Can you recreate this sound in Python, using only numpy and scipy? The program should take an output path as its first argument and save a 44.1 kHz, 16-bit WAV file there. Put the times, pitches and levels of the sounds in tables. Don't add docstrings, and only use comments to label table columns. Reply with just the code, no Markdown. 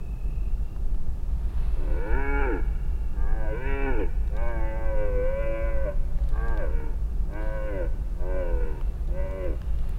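import sys
import numpy as np
from scipy import signal
from scipy.fft import rfft, irfft
from scipy.io import wavfile
from scipy.ndimage import uniform_filter1d

SR = 44100
rng = np.random.default_rng(int(sys.argv[2]) if len(sys.argv) > 2 else 0)


def pcm_store(signal):
    levels = np.round(np.clip(np.atleast_2d(signal), -1, 1) * 32767)
    wavfile.write(sys.argv[1], SR, levels.astype(np.int16).T)


N = 440118
TIME = np.arange(N) / SR


def from_db(db):
    return 10 ** (np.asarray(db) / 20)


def rms_one(x):
    return x / np.sqrt(np.mean(x ** 2) + 1e-20)


def in_time(rows):
    times, *columns = np.transpose(rows)
    return [np.interp(TIME, times, column) for column in columns]


def butter(x, hz, kind, order=2):
    sections = signal.butter(order, np.clip(hz, 10, .45 * SR), kind, fs=SR, output="sos")
    return signal.sosfilt(sections, x + 1e-18)


def drift(rate):
    return rms_one(np.interp(TIME * rate, np.arange(8000), rng.standard_normal(8000)))


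def noise(spectrum):
    hz, db = np.transpose(spectrum)
    bins = np.maximum(np.fft.rfftfreq(N, 1 / SR), 1)
    colour = from_db(np.interp(np.log(bins), np.log(hz), db))
    return rms_one(irfft(rfft(rng.standard_normal(N)) * colour, N))


def resonate(x, hz, width_hz):
    r = np.exp(-np.pi * width_hz / SR)
    feedback = [1, -2 * r * np.cos(2 * np.pi * hz / SR), r * r]
    return (1 - r * r) / 2 * signal.lfilter([1, 0, -1], feedback, x)


def bell(hz, centre_hz, width_hz, steep=1.8):
    return (1 + (2 * (hz - centre_hz) / width_hz) ** 2) ** (-steep / 2)


def air(drone_db=-24, hush_db=-50):
    # f/Hz, relative level/dB
    rumble_colour = [(7.1, -19.5), (12, 3.5), (24, 1), (36, -3.5), (52, -1.15), (67, -12), (91, -21),
                     (151, -21), (240, -36), (310, -54), (530, -120)]
    hush_colour = [(120, -38.5), (200, -0.5), (244, -11.5), (371, -7), (506, -16), (890, -18), (1010, -26),
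                   (1190, -21), (1560, -30.5), (1710, -26), (1950, -34.5), (2750, -31.5), (3010, -36.5),
                   (15500, -42.5)]
    # t/s, gain/dB
    rumble_curve = [(0, -27), (1.2, -23.5), (4.3, -22.5), (6.8, -23), (7.2, -25.5), (9.98, -25.5)]
    low_noise = butter(noise(rumble_colour), 233, "low", order=4)
    rumble = from_db(in_time(rumble_curve)[0]) * butter(low_noise, 80.6, "low", order=5)
    drone = from_db(drone_db) * butter(low_noise, 83.2, "high", order=5)
    hush = from_db(hush_db) * butter(noise(hush_colour), 157, "high")
    return rumble + drone + hush


def rustling(grain_db=1.0):
    # t/s, level/dB, time to rise 20 dB/s, time to fall 20 dB/s (negative: keeps growing)
    rustles = [(1.62, -53.5, 0.5645, 1.7), (6.31, -58, 0.5, 0.7), (7.42, -56, 0.03, 0.4),
               (9.0, -62.5, 2.3, 0.5), (9.95, -55.5, 0.95, -3.5)]
    # f/Hz, relative level/dB
    colour = [(300, -10), (700, 15), (1400, 9), (2500, 1.5), (4200, -1.5), (6500, -23), (11000, -8.5),
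              (16000, -33)]
    swells = sum(from_db(db - 20 * np.maximum((at - TIME) / rise_s, (TIME - at) / fall_s))
                 for at, db, rise_s, fall_s in rustles)
    return swells * from_db(grain_db * drift(75)) * butter(noise(colour), 250, "high")


def crickets(strokes_per_s=40, waver=0.016, fade_s=0.056):
    # start/s, end/s, f/Hz, relative level/dB
    trills = [(-.1, 0.526, 2590, -63.5), (0.244, .82, 2760, -69), (1.547, 2.15, 2635, -65),
              (2.597, 3.195, 2770, -67.5), (8.219, 8.947, 2665, -67), (9.448, 10.006, 2793, -68.5)]
    out = np.zeros(N)
    for start, end, hz, db in trills:
        fade = np.clip(np.minimum(TIME - start, end - TIME) / fade_s, 0, 1)
        strokes = np.sin(np.pi * strokes_per_s * (TIME - start)) ** 2
        tone = np.sin(2 * np.pi * np.cumsum(hz * (1 + waver * drift(180))) / SR)
        out += 2 * from_db(db) * fade * strokes * tone
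    return out


def bursts(times, levels_db, t60):
    out, t = np.zeros(N), TIME[:SR // 10]
    for start, db in zip(times, levels_db):
        at = int(start * SR)
        burst = from_db(db - 60 * t / t60) * rng.standard_normal(len(t))
        out[at:at + len(t)] += burst[:N - at]
    return out


def twig_ticks(ring_db=4, crackle_db=-9):
    # t/s, relative level/dB
    ticks = [(4.274, -44.5), (4.366, -39.5), (4.432, -50.5), (4.4843, -47.5), (6.237, -47), (6.2892, -40),
             (6.4823, -42), (7.3347, -48), (9.074, -45)]
    # f/Hz, width/Hz, relative level/dB
    resonances = [(3740, 125, 5), (3973, 160, -13), (4750, 238.6, -25.5)]
    cracks = bursts(*np.transpose(ticks), t60=.025) + 1e-12 * rng.standard_normal(N)
    ring = sum(from_db(db + ring_db) * resonate(cracks, hz, width) for hz, width, db in resonances)
    return ring + from_db(crackle_db) * butter(cracks, [1500, 7000], "band")


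def twig_snaps(t60=.009):
    # t/s, level before filtering/dB, top of the body/Hz, treble offset/dB
    snaps = [(.763, -25.5, 1300, -46), (.946, -25.5, 1500, -45), (4.278, -31, 1400, -36),
             (6.187, -31, 1800, -34), (6.289, -41, 2800, -10), (6.575, -31, 2600, -21),
             (8.812, -24.5, 1700, -32), (9.311, -34, 2800, -20), (9.444, -35, 2800, -19),
             (9.617, -23, 1900, -32), (9.789, -36, 2800, -18), (9.893, -42, 2800, -2)]
    body = sum(butter(bursts([at], [db], t60), [450, top_hz], "band") for at, db, top_hz, _ in snaps)
    times, levels_db, _, treble_db = np.transpose(snaps)
    return body + butter(bursts(times, levels_db + treble_db, t60), 3500, "high")


def forest(x, near_db=-11, near_t60=0.39, far_db=-17, far_t60=2.64):
    t = TIME[:2 * SR]
    near, far = rng.standard_normal((2, len(t)))
    near = butter(near, 640, "high", order=1) * from_db(-60 * t / near_t60)
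    far = butter(far, 600, "high", order=1) * from_db(-60 * t / far_t60) * (1 - np.exp(-t / 0.049))
    echo = from_db(near_db) * near / np.linalg.norm(near) + from_db(far_db) * far / np.linalg.norm(far)
    return x + signal.fftconvolve(x, echo)[:N]


def posed(posture, values):
    return np.interp(posture, np.arange(3), values)


def throat(hz, rough, first_hz, posture, chest_db, tilt_db, strain_db=20):
    second_hz = (850, 979, 810)
    neighbour_hz = (893, 1108, 1166)
    neighbour_db = (-30, -7.5, 4.5)
    # f/Hz in each posture, width/Hz
    upper_bands = [(1445, 1510, 1640, 120), (1700, 1710, 1740, 90), (1850, 2000, 1900, 150),
                   (2280, 2310, 2200, 130), (2590, 2540, 2440, 130), (2810, 2800, 2800, 190),
                   (3600, 3400, 3400, 500)]
    upper_db = [(2.5, 3, 4), (6.5, -10.5, -6.5), (-14.5, -3.5, -17), (0, -4.5, -12), (-5.5, -12, -15),
                (-12, -14.5, -21.5), (-34.5, -33, -37)]
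    damping = posed(posture, [1.3, 1, 4.0])
    chest_gain = from_db(posed(posture, (-10, -18, -8)) + chest_db + strain_db * np.minimum(rough, .35))
    chest = chest_gain * bell(hz, posed(posture, (295, 352, 345)), width_hz=100)
    first = bell(hz, first_hz, width_hz=48 * damping) + chest
    first /= np.sqrt((1 + (262 / hz) ** 16) * (1 + (hz / 800) ** 16))
    second = bell(hz, posed(posture, second_hz), width_hz=120 * np.sqrt(damping), steep=2.65)
    neighbour = bell(hz, posed(posture, neighbour_hz), width_hz=100, steep=2.2)
    second += from_db(posed(posture, neighbour_db)) * neighbour
    second /= np.sqrt((1 + (700 / hz) ** 16) * (1 + (hz / 1250) ** 24))
    upper_power = 0
    for (*centres, width), db in zip(upper_bands, upper_db):
        peak = bell(hz, posed(posture, centres), width, steep=2.31)
        upper_power += (from_db(posed(posture, db)) * peak) ** 2
    return first, second, np.sqrt(upper_power) * from_db(tilt_db * np.log2(hz / 2000))


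def roaring(onset_rough=0.3974, settle_s=0.0766, brighten_s=0.093, dull_s=0.032, flutter_db=1.3):
    # t/s, pitch/Hz, first resonance's level/dB, its f/Hz
    curves = [
        [(1.75, 74.4, -51, 450), (1.816, 75.1, -45, 596), (1.918, 75.6, -39.5, 524), (2.12, 114.4, -35.5, 445),
         (2.174, 134.8, -34.5, 435), (2.228, 138.9, -37.5, 453), (2.354, 142.1, -32, 464),
         (2.452, 136.6, -33.5, 440), (2.498, 121.5, -28.5, 452.3), (2.554, 90.27, -29.5, 460),
         (2.62, 76, -47, 459)],
        [(3.12, 100, -54.5, 464), (3.23, 98.03, -49.5, 470.5), (3.322, 111, -46.5, 445),
         (3.468, 106.4, -38, 645), (3.534, 107.1, -32.5, 477), (3.594, 124.7, -41, 430.5),
         (3.692, 138, -36, 439.8), (3.836, 137.3, -34, 437), (3.892, 133.6, -28, 422), (3.932, 123.2, -35, 432),
         (4.026, 91.3, -27.5, 462), (4.1, 75.87, -55, 449)],
        [(4.3, 103.9, -55.5, 543), (4.34, 103.7, -43.5, 578), (4.42, 117.2, -38.5, 583.4),
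         (4.48, 118.2, -37, 581), (4.604, 110.1, -39, 600), (4.844, 111.4, -37.5, 545),
         (5.03, 104.2, -29, 509.6), (5.108, 101.5, -34, 494), (5.2, 99.5, -27.5, 497.8),
         (5.32, 107.5, -30.5, 532.4), (5.418, 113, -30.5, 560), (5.482, 110.7, -28.5, 558.5),
         (5.686, 112.4, -32, 558), (5.834, 107.8, -36, 525.4), (5.89, 98.7, -27.5, 595), (5.96, 87.9, -62, 590)],
        [(6.29, 98.7, -55, 493), (6.388, 112.8, -46.5, 513.7), (6.44, 115, -41, 480), (6.53, 113, -42.5, 514.8),
         (6.588, 102.4, -37.5, 540.8), (6.642, 82.2, -30.5, 560), (6.682, 76.3, -42.5, 514.4),
         (6.848, 78.49, -42, 445), (6.97, 65.7, -56.5, 469)],
        [(7.27, 88.7, -50, 504.3), (7.37, 106.4, -40, 590), (7.562, 108.4, -35.5, 523.5),
         (7.668, 106.6, -34, 532), (7.716, 101.5, -36, 540.5), (7.814, 87.6, -29.5, 542.6),
         (7.856, 81.4, -39, 519), (7.9, 71.73, -63, 510)],
        [(8.16, 84, -60.5, 456), (8.194, 87.3, -49, 596), (8.226, 87.29, -41, 595), (8.298, 93, -35.5, 551.8),
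         (8.398, 91.8, -29, 548), (8.47, 86.2, -35, 490), (8.68, 79, -38.5, 475), (8.83, 67.51, -50, 471.7)],
        [(9.07, 80.2, -50, 566), (9.17, 92.12, -37.5, 558), (9.198, 94, -33, 560.7), (9.374, 95.4, -37.5, 539),
         (9.448, 90.1, -31, 521.8), (9.498, 78.2, -35, 515), (9.532, 74.1, -39.5, 530), (9.58, 72, -56.5, 516)],
    ]
    # middle of the neck stretch/s, its length/s, posture before, posture after,
    # held roughness (0-1), final roughness (0-1), fraying time/s,
    # chest, second and upper resonance offsets/dB, upper tilt/(dB per octave)
    roars = [ (1.964, 0.215, 0.82, 0.2, .15, 0.9, .1, 6, 0.5, 2, -9.5),
             (3.519, 0.35, 1.98, .2, 0.14, 0.77, .12, 8, -1, 0, 0.5),
             (4.869, 0.22, 1.56, 1, 0.05, 0.42, .07, 3.5, -.5, -1.5, -2.5),
             (6.64, 0.17, 1.82, 0.5, 0.03, 0.61, 0.25157, 6.5, 2, 1.5, -4),
             (7.727, 0.3696, 1.3, 0.60224, .04, 0.38, 0.13, 2.5, -0.5, .5, -1),
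             (8.43, 0.30112, 1.306, 0.487, 0.02, .5, 0.23, 7, 0.5, -1, -2),
             (9.333, 0.42, 1.18, .92, 0.07, 0.49, 0.11, 7.5, -1, -3.5, 1), ]
    usual_second_db = (-45.5, -50.5, -43)
    usual_upper_db = (-45.5, -49, -43.5)
    pitch, first_db, first_hz = in_time(np.vstack(curves))
    starts, ends = np.transpose([(curve[0][0], curve[-1][0]) for curve in curves])
    which = np.maximum(np.searchsorted(starts, TIME) - 1, 0)
    age, left = np.maximum(TIME - starts[which], 0), np.maximum(ends[which] - TIME, 0)
    (stretch_at, stretch_s, before, after, held, final, fray_s,
     chest_db, second_db, upper_db, tilt_db) = np.array(roars)[which].T
    posture = before + (after - before) * (1 + np.tanh(2 * (TIME - stretch_at) / stretch_s)) / 2
    catching = onset_rough * np.exp(-age / settle_s)
    fraying = (final - held) * np.exp(-left / fray_s)
    rough = np.clip(held + catching + fraying, 0, 1)
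    higher, louder = pitch - 100, first_db + 35
    second_db = second_db + posed(posture, usual_second_db) + 0.17 * higher + 0.33 * louder
    upper_db = upper_db + posed(posture, usual_upper_db) + 0.1922 * higher + 0.61 * louder
    bright = np.sin(np.pi / 2 * np.minimum(np.minimum(age / brighten_s, left / dull_s), 1)) ** 2
    second, upper = (bright * from_db(db + flutter_db * drift(16)) for db in (second_db, upper_db))
    controls = first_hz, posture, chest_db, tilt_db
    levels = from_db(first_db), second, upper
    return pitch, rough, controls, levels, np.minimum(age, left)


def stag(jitter=.05, waver=0.0019919, shimmer=0.64, swell_db=3.2, fade_s=0.016):
    pitch, rough, controls, levels, to_edge_s = roaring()
    step = 128
    harmonics = np.arange(2, 46)
    hz = harmonics[:, None] * pitch[::step]
    slow_noise = uniform_filter1d(uniform_filter1d(rng.standard_normal(hz.shape), size=45), size=45)
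    swell = from_db(swell_db * rms_one(slow_noise))
    shapes = [shape * swell for shape in throat(hz, rough[::step], *(c[::step] for c in controls))]
    gains = sum(level[::step] * shape / np.sqrt(np.sum(shape ** 2, axis=0) / 2)
                for level, shape in zip(levels, shapes))
    phase = 2 * np.pi * np.cumsum(pitch * (1 + jitter * rough * drift(70) + waver * drift(25))) / SR
    shake = rms_one(uniform_filter1d(rng.standard_normal((2, *hz.shape)), size=4))
    rasp = .4 * rough[::step] * (hz / 1000) ** .5
    gains = gains * (1 + rasp * (shake[0] + 1j * shake[1])) / np.sqrt(1 + 2 * rasp ** 2)
    gains *= np.exp(2j * np.pi * rng.random((len(harmonics), 1)))
    cycle = np.exp(1j * phase)
    overtone, voice = cycle, np.zeros(N)
    for gain in gains:
        overtone = overtone * cycle
        voice += (np.interp(TIME, TIME[::step], gain) * overtone).real
    voice *= 1 + shimmer * rough * drift(30) * np.cos(phase / 2)
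    return voice * np.minimum(to_edge_s / fade_s, 1)


def scene():
    return (forest(stag()) + crickets() + twig_ticks() + twig_snaps() + air() + rustling())[None]


def record(dry, cutoff_hz=15800):
    return signal.sosfilt(signal.ellip(12, .1, 90, cutoff_hz, fs=SR, output="sos"), dry)


dry = scene()
out = record(dry)
pcm_store(out)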